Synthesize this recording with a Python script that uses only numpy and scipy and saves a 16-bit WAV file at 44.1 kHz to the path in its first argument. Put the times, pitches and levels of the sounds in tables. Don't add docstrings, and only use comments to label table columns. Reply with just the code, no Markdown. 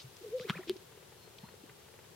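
import sys
import numpy as np
from scipy import signal
from scipy.fft import rfft, irfft, next_fast_len
from scipy.io import wavfile
from scipy.ndimage import map_coordinates

SR = 44100
rng = np.random.default_rng(int(sys.argv[2]) if len(sys.argv) > 2 else 0)


def materialize(psi):
    bounded = np.clip(np.atleast_2d(psi).T, -1, 1)
    quanta = np.round(bounded * 32767).astype(np.int16)
    wavfile.write(sys.argv[1], SR, quanta)


N = 94815


def amp(db):
    return 10 ** (np.asarray(db) / 20)


def unit(x):
    return x / np.sqrt(np.mean(x ** 2) + 1e-20)


def along(points, hz):
    point_hz, value = np.transpose(points)
    return np.interp(np.log(hz + 1), np.log(point_hz + 1), value)


def clock():
    return np.arange(N) / SR


def wobble(knots_per_s):
    return map_coordinates(rng.standard_normal(N // 8), [clock() * knots_per_s + 2])


def filtered(x, response):
    size = next_fast_len(N + SR // 2)
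    hz = np.fft.rfftfreq(size, 1 / SR)
    return irfft(rfft(x, size) * response(hz), size)[..., :N]


def swell(peak_s, rise_s, fall_s):
    t = clock() - peak_s
    return np.exp(-.5 * (t / np.where(t < 0, rise_s, fall_s)) ** 2)


def ring(peak_s, hz):
    return np.cos(2 * np.pi * hz * (clock() - peak_s))


def panned(x, db):
    return x * amp([[db], [-db]])


def notes(tables, rough, flutter_per_s, edge_s=0.0022):
    t = clock()
    out = np.zeros(N)
    for rows in tables:
        s, hz, db = np.transpose(rows)
        phase = 2 * np.pi * np.cumsum(np.interp(t, s, hz)) / SR
        phase += rough * wobble(flutter_per_s)
        gate = np.clip(np.minimum(t - s[0], s[-1] - t) / edge_s + .5, 0, 1)
        level = gate * amp(np.interp(t, s, db))
        level *= 1 + rough * wobble(flutter_per_s)
        out += np.sqrt(2) * level * np.sin(phase)
    return out


# frequency in Hz, relative density in dB per Hz.
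AIR_SPECTRUM = [(15, -57), (25, -36), (76, -5.5), (113, -2), (170, -4), (291, -15), (371, -3), (513, -7),
                (620, -12.5), (857, -12.5), (1280, -16), (2520, -18.5), (3130, -16.5), (4330, -19.5),
                (4950, -20), (14200, -24.5), (15800, -29)]
# frequency in Hz, left-right correlation.
AIR_LIKENESS = [(60, 0.93), (150, 0.83), (380, 0.36), (950, 0.15), (2380, 0.39), (5980, -0.026),
                (15000, 0.015)]
# frequency in Hz, left minus right in dB.
AIR_LEAN = [(60, 4.5), (150, 0), (380, 6.5), (950, 6), (2380, 3), (5980, 1.5), (15000, 2)]
AIR_RMS_DB = -57


def air():
    def mid_side(hz):
        angle = np.arccos(np.clip(along(AIR_LIKENESS, hz), -1, 1)) / 2
        return amp(along(AIR_SPECTRUM, hz)) * np.array([np.cos(angle), np.sin(angle)])

    def lean(hz):
        return amp(np.outer([1, -1], along(AIR_LEAN, hz)) / 2)

    mid, side = filtered(rng.standard_normal((2, N)), mid_side)
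    return amp(AIR_RMS_DB) * unit(filtered(np.array([mid + side, mid - side]), lean))


# time in seconds, level in dB.
RUSTLE_LEVEL = [(.15, -62.5), (.25, -59.5), (.36, -61.5), (.45, -58), (.70, -65.5), (.85, -68)]
# frequency in Hz, relative gain in dB.
RUSTLE_COLOUR = [(300, -30), (1000, -1.5), (4000, 4), (8000, -4), (15000, -3.5)]


def plumage(grain_db=2, grain_per_s=300):
    s, db = np.transpose(RUSTLE_LEVEL)
    grains = rng.standard_normal((2, N)) * amp(grain_db * wobble(grain_per_s))
    rustle = unit(filtered(grains, lambda hz: amp(along(RUSTLE_COLOUR, hz))))
    return amp(np.interp(clock(), s, db)) * rustle


# peak in seconds, level in dB, centre in Hz, rise in seconds, fall in seconds.
FEATHER_SWISHES = [(.010, -51.5, 3700, 0.015, 0.012), (.027, -61.5, 6160, .006, 0.008),
                   (.168, -56, 5300, 0.0015, 0.0028), (0.3979, -39.5, 1940, 0.00062, 0.00091),
                   (0.414, -55, 3800, 0.026, 0.021), (0.492, -48.5, 1500, 0.01, .002),
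                   (0.494, -49, 3150, .005, 0.009), (0.504, -38.5, 1600, 0.0044, 0.006),
                   (0.511, -52.5, 2940, 0.018, 0.0098), (.570, -60, 2970, 0.005, 0.025),
                   (0.576, -58, 1070, 0.018, 0.023), (0.681, -52.5, 3700, .003, 0.0043),
                   (0.698, -50.5, 3020, 0.013, 0.014), (0.768, -56, 4150, 0.0018, 0.0036),
                   (1.385, -48.5, 3580, .001, 0.0031), (1.437, -57.5, 1500, .004, 0.0046),
                   (1.696, -53.5, 1550, 0.00078, 0.0043)]
SWISH_SIDE_DB = -6
SWISH_OCTAVES = 0.46
SKIRT_DB, SKIRT_HZ = -17, 6000


def feathers(grain_db=2.5, grain_per_s=700):
    out = np.zeros((2, N))
    for peak_s, db, centre_hz, rise_s, fall_s in FEATHER_SWISHES:
        def colour(hz):
            band = np.exp(-.5 * (np.log2((hz + 1) / centre_hz) / SWISH_OCTAVES) ** 2)
            skirt = amp(SKIRT_DB) / (1 + (hz / SKIRT_HZ) ** 4)
            return band + skirt

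        scrape = rng.standard_normal((2, N)) * amp(grain_db * wobble(grain_per_s))
        out += amp(db) * swell(peak_s, rise_s, fall_s) * unit(filtered(scrape, colour))
    mid, side = out[0], amp(SWISH_SIDE_DB) * out[1]
    return np.array([mid + side, mid - side])


# peak in seconds, level in dB, pitch in Hz, rise in seconds, fall in seconds.
SAC_THROBS = [(0.048, -46.5, 132, 0.0054, 0.024), (0.409, -44.5, 164, 0.0035, 0.0037),
              (0.5046, -26.5, 172.5, 0.0038, 0.0039), (0.571, -41.5, 171, 0.0078, 0.0099),
              (0.699, -49.5, 217, 0.0075, 0.021), (1.441, -40.5, 182, .004, 0.0033),
              (1.640, -44, 295, 0.0016, 0.0025), (1.703, -56.5, 133, 0.0088, .012)]


def throbs():
    out = np.zeros(N)
    for peak_s, db, hz, rise_s, fall_s in SAC_THROBS:
        out += amp(db) * swell(peak_s, rise_s, fall_s) * ring(peak_s, hz)
    return out


# time in seconds, pitch in Hz, level in dB.
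COO_NOTES = [
    [(.205, 407, -72), (.216, 371, -50.5), (.226, 355, -51.5)],
    [(.228, 385.5, -67), (.240, 476, -48.5), (.250, 467, -41.5), (.256, 450, -56)],
    [(.256, 450, -64), (.263, 444, -43.5), (.284, 402, -49.5), (.293, 375, -47)],
    [(.300, 410, -64), (.323, 428, -44.5), (.335, 470, -37), (.346, 506, -33), (.357, 513, -33),
     (.380, 517, -41), (.385, 469, -45), (.398, 480, -48)],
    [(.400, 480, -38.5), (.405, 487, -42), (.422, 512, -45), (.442, 494, -54), (.454, 430, -38.5),
     (.462, 375, -51.5), (.474, 352, -48.5)],
    [(.483, 420, -56), (.494, 403, -46), (.503, 373, -45.5), (.514, 420, -72)],
    [(.586, 378.4, -59), (.594, 357, -39), (.600, 382, -44.5), (.608, 362, -50), (.618, 360, -63)],
    [(.673, 370, -41), (.678, 336, -52.5), (.686, 325, -43), (.693, 326, -46), (.699, 375.5, -29),
     (.710, 373, -30.5), (.718, 372, -42), (.729, 377, -77)],
    [(.752, 382.4, -69), (.759, 376, -44.5), (.765, 360, -45.5), (.774, 370, -77)],
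]


def coos():
    return notes(COO_NOTES, rough=0.026, flutter_per_s=210)


# time in seconds, pitch in Hz, level in dB.
WHISTLE_NOTES = [
    [(.405, 1080, -64), (.425, 1376, -60), (.443, 1770, -60.5), (.461, 2580, -59.5), (.469, 2480, -69)],
    [(.512, 1059, -60), (.524, 1240, -51.5), (.540, 1431, -50), (.551, 1830, -52), (.562, 2463, -52.5),
     (.568, 2574, -46.5), (.574, 2270, -44.5), (.582, 1390, -50.5), (.590, 830, -59), (.602, 574, -54.5),
     (.622, 830, -63), (.642, 1390, -65), (.647, 1600, -70)],
    [(.585, 1250, -60), (.600, 1507, -63), (.611, 1990, -60), (.619, 2295, -69), (.628, 2470, -67),
     (.636, 1760, -53), (.640, 1600, -67)],
    [(1.428, 861, -69), (1.445, 881, -56), (1.465, 1200, -68), (1.485, 1550, -68)],
]


def whistles():
    return notes(WHISTLE_NOTES, rough=0.3, flutter_per_s=450)


# time in seconds, level in dB.
FIRST_SNAPS = [(.4971, -21.5), (.4980, -18), (.4999, -32.5), (.5027, -37), (.5034, -31), (.5041, -24),
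               (.5061, -42)]
SECOND_SNAPS = [(.6962, -19)]
# frequency in Hz, relative gain in dB.
FIRST_COLOUR = [(200, -28), (600, -5.5), (1100, -0.5), (2300, -2), (3400, 0.5), (4200, -13), (6000, -23),
                (10000, -28.5), (15000, -34)]
SECOND_COLOUR = [(300, -9), (1000, -8.5), (2200, -9.5), (3200, 2), (4600, -3.5), (6300, -19), (10000, -14),
                 (15000, -20)]


def pop(snaps, colour):
    size = 2048
    gain = amp(along(colour, np.fft.rfftfreq(size, 1 / SR)))
    cepstrum = irfft(np.log(gain))
    cepstrum[1:size // 2] *= 2
    cepstrum[size // 2 + 1:] = 0
    pulse = irfft(np.exp(rfft(cepstrum)))
    pulse /= np.abs(pulse).max()
    out = np.zeros(N)
    for s, db in snaps:
        out[round(s * SR):][:size] -= amp(db) * pulse
    return out


# peak in seconds, tone level in dB, sac pitch in Hz, slap level in dB.
FAR_PLOPS = [(.557, -46, 510, -50.5), (.924, -60.5, 437, -58.5), (.977, -47, 400, -58.5),
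             (1.028, -53, 496, -62), (1.125, -53, 456, -59.5), (1.278, -48, 450, -60.5),
             (1.490, -56, 600, -57), (1.542, -48.5, 473, -64), (1.697, -65, 425, -59),
             (1.886, -69, 443, -59.5), (1.942, -52, 444, -59), (1.993, -51.5, 442, -57),
             (2.044, -66, 715, -62)]
# frequency in Hz, relative gain in dB.
SLAP_COLOUR = [(300, -5), (800, 2.5), (1700, -2), (2700, -4.5), (4500, -23), (10000, -40)]
PLOP_S, SLAP_S = 0.0023, 0.0044


def plops():
    noise = rng.standard_normal(N)
    slap = unit(filtered(noise, lambda hz: amp(along(SLAP_COLOUR, hz))))
    out = np.zeros(N)
    for peak_s, db, hz, slap_db in FAR_PLOPS:
        out += amp(db) * swell(peak_s, PLOP_S, PLOP_S) * ring(peak_s, hz)
        out += amp(slap_db) * swell(peak_s, SLAP_S, SLAP_S) * slap
    return out


# time in seconds, pitch in Hz, level in dB.
PIPING_NOTES = [
    [(1.19, 4240, -73), (1.24, 4220, -67.5), (1.29, 4310, -72)],
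    [(1.40, 4330, -71), (1.455, 4110, -68), (1.49, 4290, -68), (1.525, 4180, -77.5)],
]


def piping():
    return notes(PIPING_NOTES, rough=0.3, flutter_per_s=220)


# frequency in Hz, 60 dB decay time in seconds.
SCATTER_DECAY = [(150, .5), (500, 0.34), (3000, 0.79), (10000, 0.32)]


def plain(x):
    noise = rng.standard_normal((2, SR // 2))
    hz, t, bins = signal.stft(noise, SR, nperseg=256)
    decay = amp(-60 * t / along(SCATTER_DECAY, hz)[:, None])
    tail = signal.istft(bins * decay, SR, nperseg=256)[1]
    tail /= np.linalg.norm(tail[0])
    return signal.fftconvolve(x[None], tail, axes=1)[:, :N]


SCATTER_DB, NEAR_PAN_DB, FAR_PAN_DB = -19, 0.7, 0.55


def scene():
    pops = pop(FIRST_SNAPS, FIRST_COLOUR) + pop(SECOND_SNAPS, SECOND_COLOUR)
    near = throbs() + coos() + whistles() + pops
    far = plops() + piping()
    near_stereo = panned(near + feathers() + plumage(), NEAR_PAN_DB)
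    far_stereo = panned(far, FAR_PAN_DB)
    scatter = amp(SCATTER_DB) * plain(near + far)
    return near_stereo + far_stereo + scatter + air()


TOP_HZ = 15950


def record(dry):
    return filtered(dry, lambda hz: hz < TOP_HZ)


dry = scene()
out = record(dry)
materialize(out)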